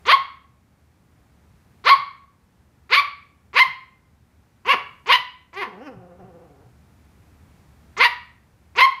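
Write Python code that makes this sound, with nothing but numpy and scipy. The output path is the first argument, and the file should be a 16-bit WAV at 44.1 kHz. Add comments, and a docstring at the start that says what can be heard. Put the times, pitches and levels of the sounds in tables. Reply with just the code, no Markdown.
"""Puppy yapping on a wooden floor

A puppy yaps seven times at a chew, bumps the boards and woofs twice; the softer woof sinks into a
closed-mouth growl. Each yap swoops up in a raspy chest voice, breaks into a clear yelp near an octave
higher and falls away. A bare living room rings; gain control ducks at the yaps and slowly recovers."""
import sys
import numpy as np
from scipy import signal
from scipy.fft import rfft, irfft, next_fast_len
from scipy.io import wavfile
from scipy.ndimage import uniform_filter1d, minimum_filter1d, map_coordinates

SR = 44100
rng = np.random.default_rng(int(sys.argv[2]) if len(sys.argv) > 2 else 0)


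def wav_record(signal):
    """Record a signal, one row per channel, as 16-bit PCM in the file named by sys.argv[1]."""
    frames = np.transpose(np.atleast_2d(signal))
    bounded = np.clip(frames, -1, 1)
    # unit amplitude maps onto the largest positive 16-bit level
    quanta = np.round(bounded * 32767).astype(np.int16)
    wavfile.write(sys.argv[1], SR, quanta)


N = 396900  # 9 s
TOP_HZ = 15600


def amp(db):
    """Decibels to gain."""
    return 10 ** (np.asarray(db) / 20)


def unit(x):
    """x at rms 1."""
    return x / np.sqrt(np.mean(x ** 2) + 1e-20)


def along(points, hz):
    """(frequency [Hz], value) points read on a log axis."""
    point_hz, values = np.transpose(points)
    return np.interp(np.log(hz + 1), np.log(point_hz + 1), values)


def curves(rows):
    """First sample of a table's span, and each column per sample."""
    times_s, *columns = np.transpose(rows)
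    times_s = np.sort(times_s)
    samples = np.arange(int(times_s[0] * SR), int(times_s[-1] * SR))
    return samples[0], [np.interp(samples / SR, times_s, column) for column in columns]


def wobble(size, rate_hz):
    """Smooth random curve, rate_hz knots a second."""
    knots = rng.standard_normal(int(size * rate_hz / SR) + 4)
    return map_coordinates(knots, [np.arange(size) * rate_hz / SR])


def filtered(x, response):
    """x through a gain given as a function of Hz."""
    size = next_fast_len(len(x) + 8192)
    return irfft(rfft(x, size) * response(np.fft.rfftfreq(size, 1 / SR)), size)[:len(x)]


def noise(size, response):
    """Filtered noise at rms 1."""
    return unit(filtered(rng.standard_normal(size), response))


def bell(hz, centre_hz, octaves):
    """Bell of height 1 on the log-frequency axis."""
    return np.exp(-.5 * (np.log2((hz + 1) / centre_hz) / octaves) ** 2)


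def highpass(hz, corner_hz):
    """Steep step from 0 to 1 around the corner."""
    return 1 - 1 / (1 + (hz / corner_hz) ** 6)


def add(track, start, x):
    """Mix x into the track from sample start."""
    track[start:start + len(x)] += x[:max(len(track) - start, 0)]


# Room noise spectrum: (frequency [Hz], relative density [dB])
RUSH_SPECTRUM = [(15, -54.5), (25, -22.5), (37, -19.5), (59, -5.5), (79, -2), (148, -8.5), (198, -10),
                 (359, -19.5), (582, -24), (782, -23), (1110, -25.5), (2300, -30.5), (3000, -36),
                 (13900, -43.5), (15500, -46.5)]

def room_noise():
    """Steady rush and low drone, as of ventilation."""
    rush = noise(N, lambda hz: amp(along(RUSH_SPECTRUM, hz)))
    drone = noise(N, lambda hz: bell(hz, centre_hz=74, octaves=.026))
    return amp(-53 + .16 * wobble(N, rate_hz=7.3)) * rush + amp(-60) * drone


def vocal_folds(pitch_hz, rough, bright_db, chest_db, tract_db,
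                jitter, flutter_hz, shimmer, rasp, rasp_hz):
    """Fold harmonics and turbulence through a tract, rms near 1; rough folds vary in period and force."""
    size, bright_hz = len(pitch_hz), 1550
    jittered_hz = pitch_hz * (1 + jitter * rough * wobble(size, flutter_hz))
    phase = 2 * np.pi * np.cumsum(jittered_hz) / SR
    harmonic = np.arange(1, int(TOP_HZ / np.max(pitch_hz)) + 6)[:, None]
    hz = harmonic * pitch_hz
    gains_db = tract_db(hz) + bright_db * highpass(hz, bright_hz) + chest_db * (harmonic == 1)
    gains = amp(gains_db) * (hz < TOP_HZ)
    gains /= np.sqrt(np.sum(gains ** 2, axis=0) / 2)
    # high overtones dissolve into noise first
    stray_rad = np.minimum((hz / rasp_hz) ** 2 * np.sqrt(np.abs(rough)), np.pi / 2)
    stray_rad *= np.array([wobble(size, np.mean(pitch_hz) / 2) for _ in harmonic])
    offset_rad = rng.uniform(0, 2 * np.pi, harmonic.shape)
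    tone = np.sum(gains * np.sin(harmonic * phase + stray_rad + offset_rad), axis=0)
    subharmonic = rough * np.sin(phase / 2)  # strong and weak cycles alternate
    tone *= 1 + rough * (shimmer * wobble(size, flutter_hz) + subharmonic)
    puffs = rng.standard_normal(size) * (1 + 1.3 * np.cos(phase))  # one puff of air per cycle
    hiss = unit(filtered(puffs, lambda f: amp(tract_db(f)) * highpass(f, np.percentile(pitch_hz, 75))))
    treble = filtered(hiss, lambda f: highpass(f, bright_hz))
    hiss = (hiss - treble + amp(bright_db) * treble) / np.sqrt((1 + amp(2 * bright_db)) / 2)
    hiss_share = np.clip(rasp * rough, 0, .95)
    return (np.sqrt(1 - hiss_share ** 2) * tone + hiss_share * hiss) * signal.windows.tukey(size, .04)


# Open throat response: (frequency [Hz], gain [dB])
OPEN_THROAT = [(200, -22.5), (420, -6.5), (600, -18), (800, -10.5), (1550, -8.5), (2100, 0.5), (3050, -9.5),
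               (3650, -10.5), (4500, -11), (5600, -31.5), (6400, -33), (7800, -53.5), (10500, -34.5),
               (15000, -42.5)]

def bark(stages, hiss_db, jaw_hz, lip_hz, lip_db, edge_db, body_db):
    """Open-mouthed call from stages (time [s], pitch [Hz], level [dB], roughness, brightness [dB])."""
    start, (pitch_hz, level_db, rough, bright_db) = curves(stages)
    fizz_db = .5 * (np.max(level_db) + 2)  # only a hard push of air fizzes in the top octave
    chest_db = np.clip(-.4 * (level_db + 9), 0, 4)  # gentle drive favours the fundamental

    def tract_db(hz):
        """Throat plus muzzle resonances."""
        muzzle_db = body_db * bell(hz, 557, .6) + 13 * bell(hz, jaw_hz, .24)
        muzzle_db += lip_db * bell(hz, lip_hz, .19) + edge_db * bell(hz, 4000, .2)
        return along(OPEN_THROAT, hz) + muzzle_db + fizz_db * bell(hz, 17000, .21)

    call = vocal_folds(pitch_hz, rough, bright_db, chest_db, tract_db,
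                       jitter=.035, flutter_hz=500, shimmer=.4, rasp=1, rasp_hz=2300)
    hiss = noise(len(call), lambda hz: bell(hz, centre_hz=5700, octaves=.27))
    t = np.arange(len(call)) / SR
    jaws_parting = np.exp(-.5 * ((t - .018) / .0058) ** 2)
    return start, amp(level_db) * call + amp(hiss_db) * jaws_parting * hiss


START_HZ, START_DB, START_ROUGH = 311.9, -37, .7  # folds begin to swing
LEAD_SHARE, LEAD_BRIGHT_DB = .37, -3.5  # lead-in, mouth nearly shut
CHEST_ROUGH, END_ROUGH, SLACK_BRIGHT_DB = .35, .3, -4.5
CUT_S = .013  # the push of air stops

# Yaps: (time [s], swoop length [s], swoop target [Hz], chest level [dB], chest brightness [dB],
#   yelp length [s], yelp pitch [Hz], yelp level [dB], yelp roughness [0-1], yelp brightness [dB],
#   opening hiss [dB], jaw resonance [Hz], lip resonance [Hz], lip gain [dB], 4 kHz edge [dB])
YAP_CALLS = [ (0.052, .067, 687.4, -9, -2, .022, 1106, -2, .15, -6, -43, 1128, 3300, 6, 0),
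             (1.839, .053, 703.7, -7.5, -1.5, .036, 1129, 0, .16, -7.5, -44, 1160, 6200, -1.5, 2.5),
             (2.892, 0.063, 652.8, -4, 9.5, .038, 1165, -5.5, .22, 2.5, -49.5, 1163, 2450, 3, 0),
             (3.53, 0.059, 651, -7, 2.5, .028, 1063, -2, .12, 4.5, -46.5, 1102, 2400, 4, -2.5),
             (5.058, .063, 608.2, -9.5, -1.5, .031, 1018, -5, 0.3, 8, -43, 1054, 3000, 6, -3.5),
             (7.965, 0.073, 615, -9, 4.5, .02, 981, -7, .4, 6, -40.5, 1120, 2100, 3, -2),
             (8.751, .054, 571.7, -10.5, 4.5, .042, 1080, -1.5, .08, -2, -43, 1070, 2600, 3, -3.5), ]

def yaps():
    """The chest voice swoops up, breaks into a yelp that swells and clears, and drops as the air stops."""
    out = np.zeros(N)
    break_s, break_rough, release_s = .005, .5, .028
    for (at_s, swoop_s, target_hz, chest_db, chest_bright_db,
         yelp_s, yelp_hz, yelp_db, rough, bright_db, *muzzle) in YAP_CALLS:
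        swoop = lambda share: (at_s + share * swoop_s, START_HZ + share * (target_hz - START_HZ))
        entry_s = at_s + swoop_s + break_s
        stop_s = entry_s + yelp_s
        stages = [
            (*swoop(0), START_DB, START_ROUGH, SLACK_BRIGHT_DB),
            (*swoop(LEAD_SHARE), chest_db - 16.5, CHEST_ROUGH, LEAD_BRIGHT_DB),
            (*swoop(.68), chest_db, CHEST_ROUGH, chest_bright_db),
            (*swoop(.97), chest_db - 1, break_rough, chest_bright_db),
            (entry_s, .91 * yelp_hz, yelp_db - 3, break_rough, bright_db + 8),  # register break
            (entry_s + .5 * yelp_s, .98 * yelp_hz, yelp_db, rough, bright_db),
            (stop_s, yelp_hz, yelp_db, rough, bright_db),
            (stop_s + CUT_S, .89 * yelp_hz, yelp_db - 17, rough, bright_db - 2),
            (stop_s + CUT_S + release_s, .53 * yelp_hz, -38, END_ROUGH, SLACK_BRIGHT_DB)]
        add(out, *bark(stages, *muzzle, body_db=2))
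    return out


# Room decay: (frequency [Hz], t60 [s])
REVERB_DECAY = [(150, .42), (500, .38), (1100, .46), (2200, .47), (4200, .42), (7000, .3), (14000, .25)]
# Reverb against direct sound: (frequency [Hz], gain [dB])
REVERB_GAIN = [(200, -9), (1100, -3.5), (2500, -8), (4500, -7), (11000, -5)]

def reverb(x):
    """Floor and near walls give dense early echoes, then a diffuse tail that dies faster in the treble."""
    hz, t, spectrum = signal.stft(rng.standard_normal(int(SR * .75)), SR, nperseg=256)
    t60_s = along(REVERB_DECAY, hz)[:, None]
    early_lift = 1 + 2 * np.exp(-t / .0069)
    fade = amp(-60 * t / t60_s) * (1 - np.exp(-t / .001)) * early_lift
    fade /= np.sqrt(np.mean(fade ** 2, axis=1, keepdims=True))
    gains = amp(along(REVERB_GAIN, hz))[:, None]
    _, tail = signal.istft(spectrum * fade * gains, SR, nperseg=256)
    return signal.fftconvolve(x, tail / np.sqrt(len(tail)))[:N]


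# Bumps on the floor: (time [s], relative level [dB])
FLOOR_BUMPS = [(0.173, -45), (1.974, -40), (3.671, -39.5), (4.195, -52), (5.182, -47.5), (5.959, -33.5),
               (6.232, -35.5), (6.649, -44)]
# Floorboard modes: (frequency [Hz], relative level [dB], t60 [s])
BOARD_MODES = [(78.6, 0, 0.056), (119.7, -1.5, 0.22), (175.5, -4, 0.16), (242.8, -12.5, .06)]

def floor_thumps():
    """Paws and body softly set the floorboards ringing."""
    out, t = np.zeros(N), np.arange(SR // 4) / SR
    attack = 1 - np.exp(-t / .0065)
    for at_s, level_db in FLOOR_BUMPS:
        ring = sum(amp(mode_db + rng.normal(0, 2) - 60 * t / t60_s) * np.sin(2 * np.pi * hz * t)
                   for hz, mode_db, t60_s in BOARD_MODES)
        add(out, int(at_s * SR), amp(level_db + 5) * ring * attack)
    return out


# Woofs: (time [s], rise length [s], top pitch [Hz], level [dB], roughness [0-1], brightness [dB],
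#   sag length [s], sag level [dB],
#   opening hiss [dB], jaw resonance [Hz], lip resonance [Hz], lip gain [dB], 4 kHz edge [dB])
WOOF_CALLS = [ (4.648, .076, 576.1, -10.5, 0.4, 3.5, .015, -13, -47, 1080, 2884, 7, -9.5),
              (5.529, .076, 419.4, -23.5, 0.1, 0.5, 0.028, -17.5, -49, 1006, 1840, 3, -7.5), ]

def woofs():
    """Too gentle to break, the chest voice arches over, turns hoarse and sinks."""
    out = np.zeros(N)
    release_s = .03
    for at_s, rise_s, top_hz, level_db, rough, bright_db, sag_s, sag_db, *muzzle in WOOF_CALLS:
        lead_s = at_s + LEAD_SHARE * rise_s
        stop_s = at_s + rise_s + sag_s
        hoarse = rough + .33
        stages = [
            (at_s, START_HZ, START_DB, START_ROUGH, SLACK_BRIGHT_DB),
            (lead_s, (START_HZ + top_hz) / 2, level_db - 11.5, CHEST_ROUGH, LEAD_BRIGHT_DB),
            (at_s + .6 * rise_s, .93 * top_hz, level_db, rough, bright_db),
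            (at_s + rise_s, top_hz, level_db, rough, bright_db),
            (stop_s, .82 * top_hz, sag_db, hoarse, -1),
            (stop_s + CUT_S, .62 * top_hz, sag_db - 10.5, hoarse, SLACK_BRIGHT_DB),
            (stop_s + CUT_S + release_s, .3 * top_hz, -36, END_ROUGH, SLACK_BRIGHT_DB)]
        add(out, *bark(stages, *muzzle, body_db=5))
    return out


# Growl contour: (time [s], pitch [Hz], relative level [dB])
GROWL_CONTOUR = [(5.66, 253, -31.5), (5.696, 197.6, -38), (5.77, 178, -43.5), (5.844, 299.3, -38),
                 (5.87, 302.7, -37), (5.942, 197.3, -41.5), (5.968, 185.4, -46.5), (6.148, 174.5, -48.5),
                 (6.238, 192.5, -43), (6.336, 169.2, -49.5), (6.446, 175, -49.5), (6.5, 147.9, -53),
                 (6.588, 136.9, -55.5), (6.614, 143.8, -56.5), (6.7, 137.2, -60)]
# Closed mouth response: (frequency [Hz], gain [dB])
CLOSED_MOUTH = [(170, 5), (290, 3.5), (520, 7), (630, -9), (780, 6.5), (950, -11.5), (1250, -6.5),
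                (1700, -17), (2350, -26), (2850, -20), (3700, -53), (5300, -33), (7500, -59),
                (12000, -55.5)]

def growl():
    """Low, wavering grumble behind closed lips, which part a little as the pitch rises."""
    out = np.zeros(N)
    start, (pitch_hz, level_db) = curves(GROWL_CONTOUR)
    grumble = vocal_folds(pitch_hz, rough=.37, bright_db=18.5 * np.log2(pitch_hz / 195), chest_db=0,
                          tract_db=lambda hz: along(CLOSED_MOUTH, hz),
                          jitter=.12, flutter_hz=50, shimmer=1.2, rasp=.8, rasp_hz=900)
    add(out, start, amp(level_db + 1.5) * grumble)
    return out


def scene():
    """The puppy in its room, mono."""
    puppy = yaps() + woofs() + growl()
    return (puppy + reverb(puppy) + floor_thumps() + room_noise())[None]


def gain_control(x, ceiling_db, range_db, release_db_per_s):
    """Loud moments push the gain down at once; it creeps back."""
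    recovery_db = release_db_per_s * np.arange(N) / SR
    level_db = 10 * np.log10(np.abs(uniform_filter1d(x ** 2, size=300)) + 1e-12)
    excess_db = np.clip(level_db - ceiling_db, 0, range_db)
    cut_db = np.maximum.accumulate(excess_db + recovery_db) - recovery_db
    return x * amp(-uniform_filter1d(cut_db, size=90))


def limiter(x, peak):
    """Fast gain dips round off the peaks."""
    needed_gain = peak / np.maximum(np.abs(x), peak)
    return x * uniform_filter1d(minimum_filter1d(needed_gain, size=45), size=45)


def record(dry):
    """Gain control, limiter and band limit."""
    ducked = gain_control(dry[0], ceiling_db=-10.5, range_db=8, release_db_per_s=3.5)
    limited = limiter(ducked, peak=.72)
    return filtered(limited, lambda hz: hz < TOP_HZ)[None]


dry = scene()
out = record(dry)
wav_record(out)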